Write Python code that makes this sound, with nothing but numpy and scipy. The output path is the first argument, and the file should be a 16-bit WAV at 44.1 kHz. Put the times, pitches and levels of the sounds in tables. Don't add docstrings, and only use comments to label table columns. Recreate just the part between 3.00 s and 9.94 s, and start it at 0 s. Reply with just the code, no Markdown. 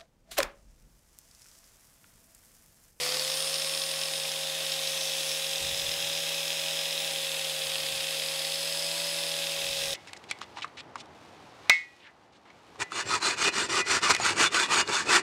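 import sys
import numpy as np
from scipy import signal
from scipy.fft import rfft, irfft
from scipy.io import wavfile
from scipy.ndimage import uniform_filter1d, map_coordinates

SR = 44100
rng = np.random.default_rng(int(sys.argv[2]) if len(sys.argv) > 2 else 0)


def store_pcm(level_fs):
    pcm = np.round(np.clip(level_fs, -1, 1) * 32767).astype(np.int16)
    wavfile.write(sys.argv[1], SR, np.atleast_2d(pcm).T)


N = 306054
TIME_S = np.arange(N) / SR
FREQS_HZ = np.maximum(np.arange(2049) * SR / 4096, 1)
GEAR_RATIO = 9 / 31

# freq_hz, density_db
BUFFET_SPECTRUM = [(15, -14), (35, -8), (70, -2), (130, -4), (220, -14), (400, -16), (1500, -47)]
# start_s, length_s, start_db, end_db
GUSTS = [(2.59, .65, -47.5, -66), (4.62, .38, -67, -61), (6.54, .45, -58, -56)]
# near_delay_ms, far_delay_ms, gain_db
ECHOES = [(1.565, 1.61, -36), (3.09, 2.4, -25.5), (4.344, 5.1, -18.5), (7.32, 6.8, -25.5),
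          (10.98, 11.5, -19.5), (17.13, 16.8, -24), (26.06, 26.3, -18.5)]
# time_s, reach (0 near end, 1 far end)
TOOL_PATH = [(0, 0.46), (.5, .28), (1.2, 0.38), (2.45, 0.75), (2.75, 1), (3.9, 0.97), (4.5, 0.46),
             (5, 0.38), (5.5, 0.038), (6.1, 0.022), (6.5, 0.58), (6.94, 0.77)]
# time_s, speed_hz
ARMATURE_SPEED = [(0.02, 495.6), (0.19, 518.5), (0.3, 528.3), (0.46, 541.3), (0.81, 542.7), (1.4, 541.5),
                  (1.46, 540.4), (2.37, 539.2), (3.03, 557.3), (4.02, 551), (4.24, 543.6), (4.49, 538.5),
                  (5.4, 544.1), (6.0, 569.1), (6.82, 549.6)]
# time_s, level_db
ARMATURE_LEVELS = [(0.0, -41.5), (1.33, -44.5), (1.93, -43), (3.03, -44.5), (4.68, -43.5), (4.85, -44.5),
                   (6.94, -41.5)]
# order, relative_db
ARMATURE_ORDERS = [(1, 0), (2, -26), (3, -18), (4, -25)]
# order (rounded in use), loaded_db, free_db
SPINDLE_ORDERS = [(1, -56, -54), (2, -66.5, -61), (2.98, -57.5, -54.5), (4, -56, -51.5), (5, -56.5, -56),
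                  (6, -69, -57.5), (7, -65, -69), (9, -81, -63), (10, -64, -58.5), (12, -58.5, -58),
                  (16, -67, -54.5), (22, -59, -52), (28, -63, -65), (31.2, -61, -61)]
# freq_hz, width_hz, near_db, far_db
VENT_MODES = [(3160, 2050, 3.5, 1), (6480, 1500, -1, 0.5), (7990, 1860, 2.5, -0.5), (9660, 2060, 2.5, -2),
              (11140, 1300, -2, -6), (12600, 1100, -5.5, -5), (13800, 1300, -7, -8),
              (15300, 2100, -12, -11.5)]
# freq_hz, density_db
RUSH_SPECTRUM = [(20, -40), (50, -23.5), (100, -16), (190, -13.5), (270, -5.5), (400, -4.5), (560, 2),
                 (720, 1.5), (1000, -1), (1400, -2.5), (1750, -0.5), (3000, -4), (8000, -54)]
# time_s, low_rattle_db, high_rattle_db, hiss_db
RASP_LEVELS = [(0.05, -36.5, -36, -36.5), (0.07, -37, -35.5, -38), (0.66, -36.5, -35.5, -40),
               (1.52, -38.5, -39.5, -40.5), (1.65, -36, -39, -39), (2.24, -35.5, -38.5, -38.5),
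               (2.68, -34.5, -38, -39.5), (3.96, -34, -39, -40), (4.32, -34.5, -42.5, -39),
               (5.09, -34.5, -40.5, -39.5), (5.79, -36.5, -36.5, -39.5), (6.67, -35, -40.5, -40),
               (6.82, -34, -36.5, -40), (6.9, -37, -37, -40.5)]
# time_s, energy_db (re one sample of tooth chatter)
GEAR_KNOCKS = [(0.2763, 28), (0.5414, 32.5), (0.7366, 29), (1.3164, 30), (3.5289, 29), (4.7446, 29),
               (4.7555, 31), (5.449, 31)]
# freq_hz, width_hz, near_db, far_db
GEAR_HEAD_MODES = [(2046, 750, -11, -13), (2610, 470, -3.5, -3), (3370, 850, -1, -1.5),
                   (3820, 740, -3, -0.5), (4480, 1200, 0.5, -23), (5040, 620, 5, -0.5),
                   (5420, 690, -8.5, 0), (6400, 1500, -6.5, -7.5), (9100, 4400, -16, -14)]
# start_s, length_s, strength_db
WIRE_BITES = [(.2, 1.39, 1.5), (1.6, 0.81, 0.5), (2.7, 1.4, 2), (4.9, 0.61, -9), (5.55, .85, -4),
              (6.4, 0.34, -7)]
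# freq_hz, width_hz, full_drag_db
SCRAPE_BANDS = [(805, 1200, -41.5), (1150, 220, -54), (1960, 400, -38.5), (4500, 1000, -41)]
# freq_hz, width_hz, level_db, loudest_reach, random_share (0-1)
STEEL_RINGS = [(1114, 200, -52.5, .25, 0.8), (3740, 653, -46, .5, 0.6), (5030, 150, -51.5, 1, 0.9),
               (5080, 130, -44.5, 0.07, .6), (5250, 340, -45, 0.25, 0.5), (5440, 140, -43.5, 0.69, .03),
               (6050, 180, -47.5, 0.65, 0.03), (7990, 610, -44, 0.03, .7), (9150, 1100, -42.5, 0.27, .6),
               (10050, 630, -46.5, 0.77, .1), (10930, 600, -45, 0.12, .73), (13300, 500, -61, 0.3, .6),
               (14050, 600, -60, 0, .7), (15650, 400, -57, 0.8, .3)]


def undb(db):
    return 10 ** (np.asarray(db) / 20)


def unit(x):
    return x / np.sqrt(np.mean(x ** 2))


def curves(table):
    times_s, *columns = np.transpose(table)
    return [np.interp(TIME_S, times_s, column) for column in columns]


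def gate(start_s, length_s, attack_s, release_s):
    rise = (TIME_S - start_s) / attack_s
    fall = 1 + (start_s + length_s - TIME_S) / release_s
    return np.clip(np.minimum(rise, fall), 0, 1)


def wander(rate_hz):
    hold = max(int(SR / rate_hz), 2)
    steps = np.repeat(rng.standard_normal(N // hold + 1), hold)
    return 1.2 * uniform_filter1d(steps, hold)[:N]


def steady(x, window_samples=9000):
    return x / np.sqrt(uniform_filter1d(x ** 2, window_samples) + 1e-12)


def lowpass(x, cutoff_hz):
    return signal.sosfiltfilt(signal.butter(4, cutoff_hz, fs=SR, output="sos"), x)


def shape(x, gain):
    cepstrum = irfft(np.log(gain + 1e-6))
    half = len(cepstrum) // 2
    fold = np.r_[1, np.full(half - 1, 2), 1, np.zeros(half - 1)]
    impulse_response = irfft(np.exp(rfft(cepstrum * fold)))
    return signal.oaconvolve(x, impulse_response)[:N]


def noise(spectrum):
    hz, db = np.transpose(spectrum)
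    gain = undb(np.interp(np.log(FREQS_HZ), np.log(hz), db))
    return unit(shape(rng.standard_normal(N), gain))


def peak(hz, width_hz):
    return 1 / (1 + ((FREQS_HZ ** 2 - hz ** 2) / (FREQS_HZ * width_hz)) ** 2)


def radiate(x, modes, reach):
    near = np.sqrt(sum((undb(db) * peak(hz, width_hz)) ** 2 for hz, width_hz, db, _ in modes))
    far = np.sqrt(sum((undb(db) * peak(hz, width_hz)) ** 2 for hz, width_hz, _, db in modes))
    return (1 - reach) * shape(x, near) + reach * shape(x, far)


def draught(calm_db=-85, flutter_db=2.5):
    flow = undb(calm_db)
    for start_s, length_s, start_db, end_db in GUSTS:
        db = np.interp(TIME_S, [start_s, start_s + length_s], [start_db, end_db])
        flow = flow + undb(db) * gate(start_s, length_s, attack_s=0.028, release_s=0.072)
    return noise(BUFFET_SPECTRUM) * flow * undb(flutter_db * wander(25))


def winding_buzz(pitch_hz=240, level_db=-71):
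    return np.sqrt(2) * undb(level_db) * np.sin(2 * np.pi * pitch_hz * TIME_S)


def workshop(x, reach, oversample=4):
    upsampled = signal.resample_poly(x, oversample, 1)
    out = x.copy()
    for near_ms, far_ms, db in ECHOES:
        delay_s = (near_ms + reach * (far_ms - near_ms)) / 1000
        out += undb(db) * map_coordinates(upsampled, [(TIME_S - delay_s) * SR * oversample], order=1)
    return out


def fan(reach, hiss_db, hiss_trim_db=1.24, rush_db=-46, flicker_db=0.5):
    turbulence = rng.standard_normal(N) * undb(flicker_db * wander(300))
    hiss = steady(radiate(turbulence, VENT_MODES, reach))
    rush = noise(RUSH_SPECTRUM) * undb(rush_db + flicker_db * wander(12))
    return hiss * undb(hiss_db + hiss_trim_db) + rush


def shaft_hum(turns, armature_db, free, armature_trim_db=-0.2, waver_db=2, jitter_rad=0.005):
    armature = sum(undb(db) * np.sin(2 * np.pi * (round(order) * turns / GEAR_RATIO + rng.random()))
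                   for order, db in ARMATURE_ORDERS)
    out = armature * undb(armature_db + armature_trim_db)
    for order, loaded_db, free_db in SPINDLE_ORDERS:
        db = loaded_db + free * (free_db - loaded_db) + waver_db * min(order / 4, 1) * wander(14)
        phase_rad = 2 * np.pi * (round(order) * turns + rng.random())
        out += undb(db) * np.sin(phase_rad + jitter_rad * order * wander(90))
    return np.sqrt(2) * out


def tooth_burst(start_s, rise_s, size=800):
    age = np.arange(size) / SR / rise_s
    hits = rng.standard_normal(size) * age * np.exp(-age ** 2 / 2)
    indices = np.clip(int(start_s * SR) + np.arange(size), 0, N - 1)
    return indices, hits / np.linalg.norm(hits)


def gear_force(turns, free, bounce_db=29, free_offset_db=-2, slap_db=11, slaps_per_s=120):
    force = rng.standard_normal(N)
    spacings, strengths, lengths = rng.standard_normal((600, 3)).T
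    bounce_turns = np.cumsum(3.8 * np.exp(0.17 * spacings))
    for turn, strength, length in zip(bounce_turns, strengths, lengths):
        if turn < turns[-1]:
            stretch = np.exp(0.44 * np.tanh(length))
            start_s = np.interp(turn, turns, TIME_S)
            indices, hits = tooth_burst(start_s, rise_s=0.0027 * stretch)
            db = bounce_db + free_offset_db * free[int(start_s * SR)] + np.tanh(strength)
            force[indices] += undb(db) * np.sqrt(stretch) * hits
    force += (rng.random(N) < slaps_per_s / SR) * undb(slap_db)
    force *= 1 + 0.19 * np.cos(2 * np.pi * turns) + 0.18 * np.cos(2 * np.pi * turns / GEAR_RATIO)
    for start_s, db in GEAR_KNOCKS:
        indices, hits = tooth_burst(start_s, rise_s=0.0012)
        force[indices] += undb(db) * hits
    return unit(force)


def gear_rattle(force, reach, low_db, high_db, low_trim_db=-1.18, high_trim_db=-2, split_hz=4150):
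    sliding = undb(-7) * rng.standard_normal(N)
    low = lowpass(radiate(force + sliding, GEAR_HEAD_MODES, reach), split_hz)
    head = radiate(force, GEAR_HEAD_MODES, reach)
    high = head - lowpass(head, split_hz)
    return undb(low_db + low_trim_db) * steady(low) + undb(high_db + high_trim_db) * steady(high)


def wires(turns, force, reach, drag, fade_s=0.21, reach_spread=0.098, flicker_db=1.6, split_hz=6000):
    size = 2048
    tips = irfft(np.exp(2j * np.pi * rng.random(size // 16)), size)
    regular = unit(np.interp(turns % 1, np.arange(size) / size, tips))
    fine = rng.standard_normal(N)
    loose = lowpass(force, split_hz) + fine - lowpass(fine, split_hz)
    contact = sum(undb(db) * gate(start_s - fade_s / 2, length_s, fade_s, fade_s)
                  for start_s, length_s, db in WIRE_BITES)
    out = drag * sum(undb(db) * unit(shape(loose, peak(hz, width_hz)))
                     for hz, width_hz, db in SCRAPE_BANDS)
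    for hz, width_hz, db, loudest_reach, random_share in STEEL_RINGS:
        scratch = np.sqrt(1 - random_share) * regular + np.sqrt(random_share) * loose
        ring = unit(shape(scratch, peak(hz, width_hz)))
        nearness = np.exp(-0.5 * ((reach - loudest_reach) / reach_spread) ** 2)
        out += undb(db + flicker_db * wander(14)) * contact * nearness * ring
    return out


def scene(loaded_hz=542, free_hz=563, drag_sag_hz=45.4, rasp_trim_db=-0.19):
    armature_hz, = curves(ARMATURE_SPEED)
    armature_db, = curves(ARMATURE_LEVELS)
    low_db, high_db, hiss_db = curves(RASP_LEVELS)
    reach, = curves(TOOL_PATH)
    free = np.clip((armature_hz - loaded_hz) / (free_hz - loaded_hz), 0, 1)
    drag = np.clip((loaded_hz - armature_hz) / drag_sag_hz, 0, 1)
    turns = np.cumsum(armature_hz * GEAR_RATIO) / SR
    force = gear_force(turns, free)
    rasp = gear_rattle(force, reach, low_db, high_db) + fan(reach, hiss_db)
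    rasp += wires(turns, force, reach, drag)
    hum = shaft_hum(turns, armature_db, free) + winding_buzz()
    return (hum + undb(rasp_trim_db) * workshop(rasp, reach) + draught())[None]


def record(dry, cutoff_hz=15700):
    return signal.sosfilt(signal.ellip(12, 0.1, 80, cutoff_hz, fs=SR, output="sos"), dry)


dry = scene()
out = record(dry)
store_pcm(out)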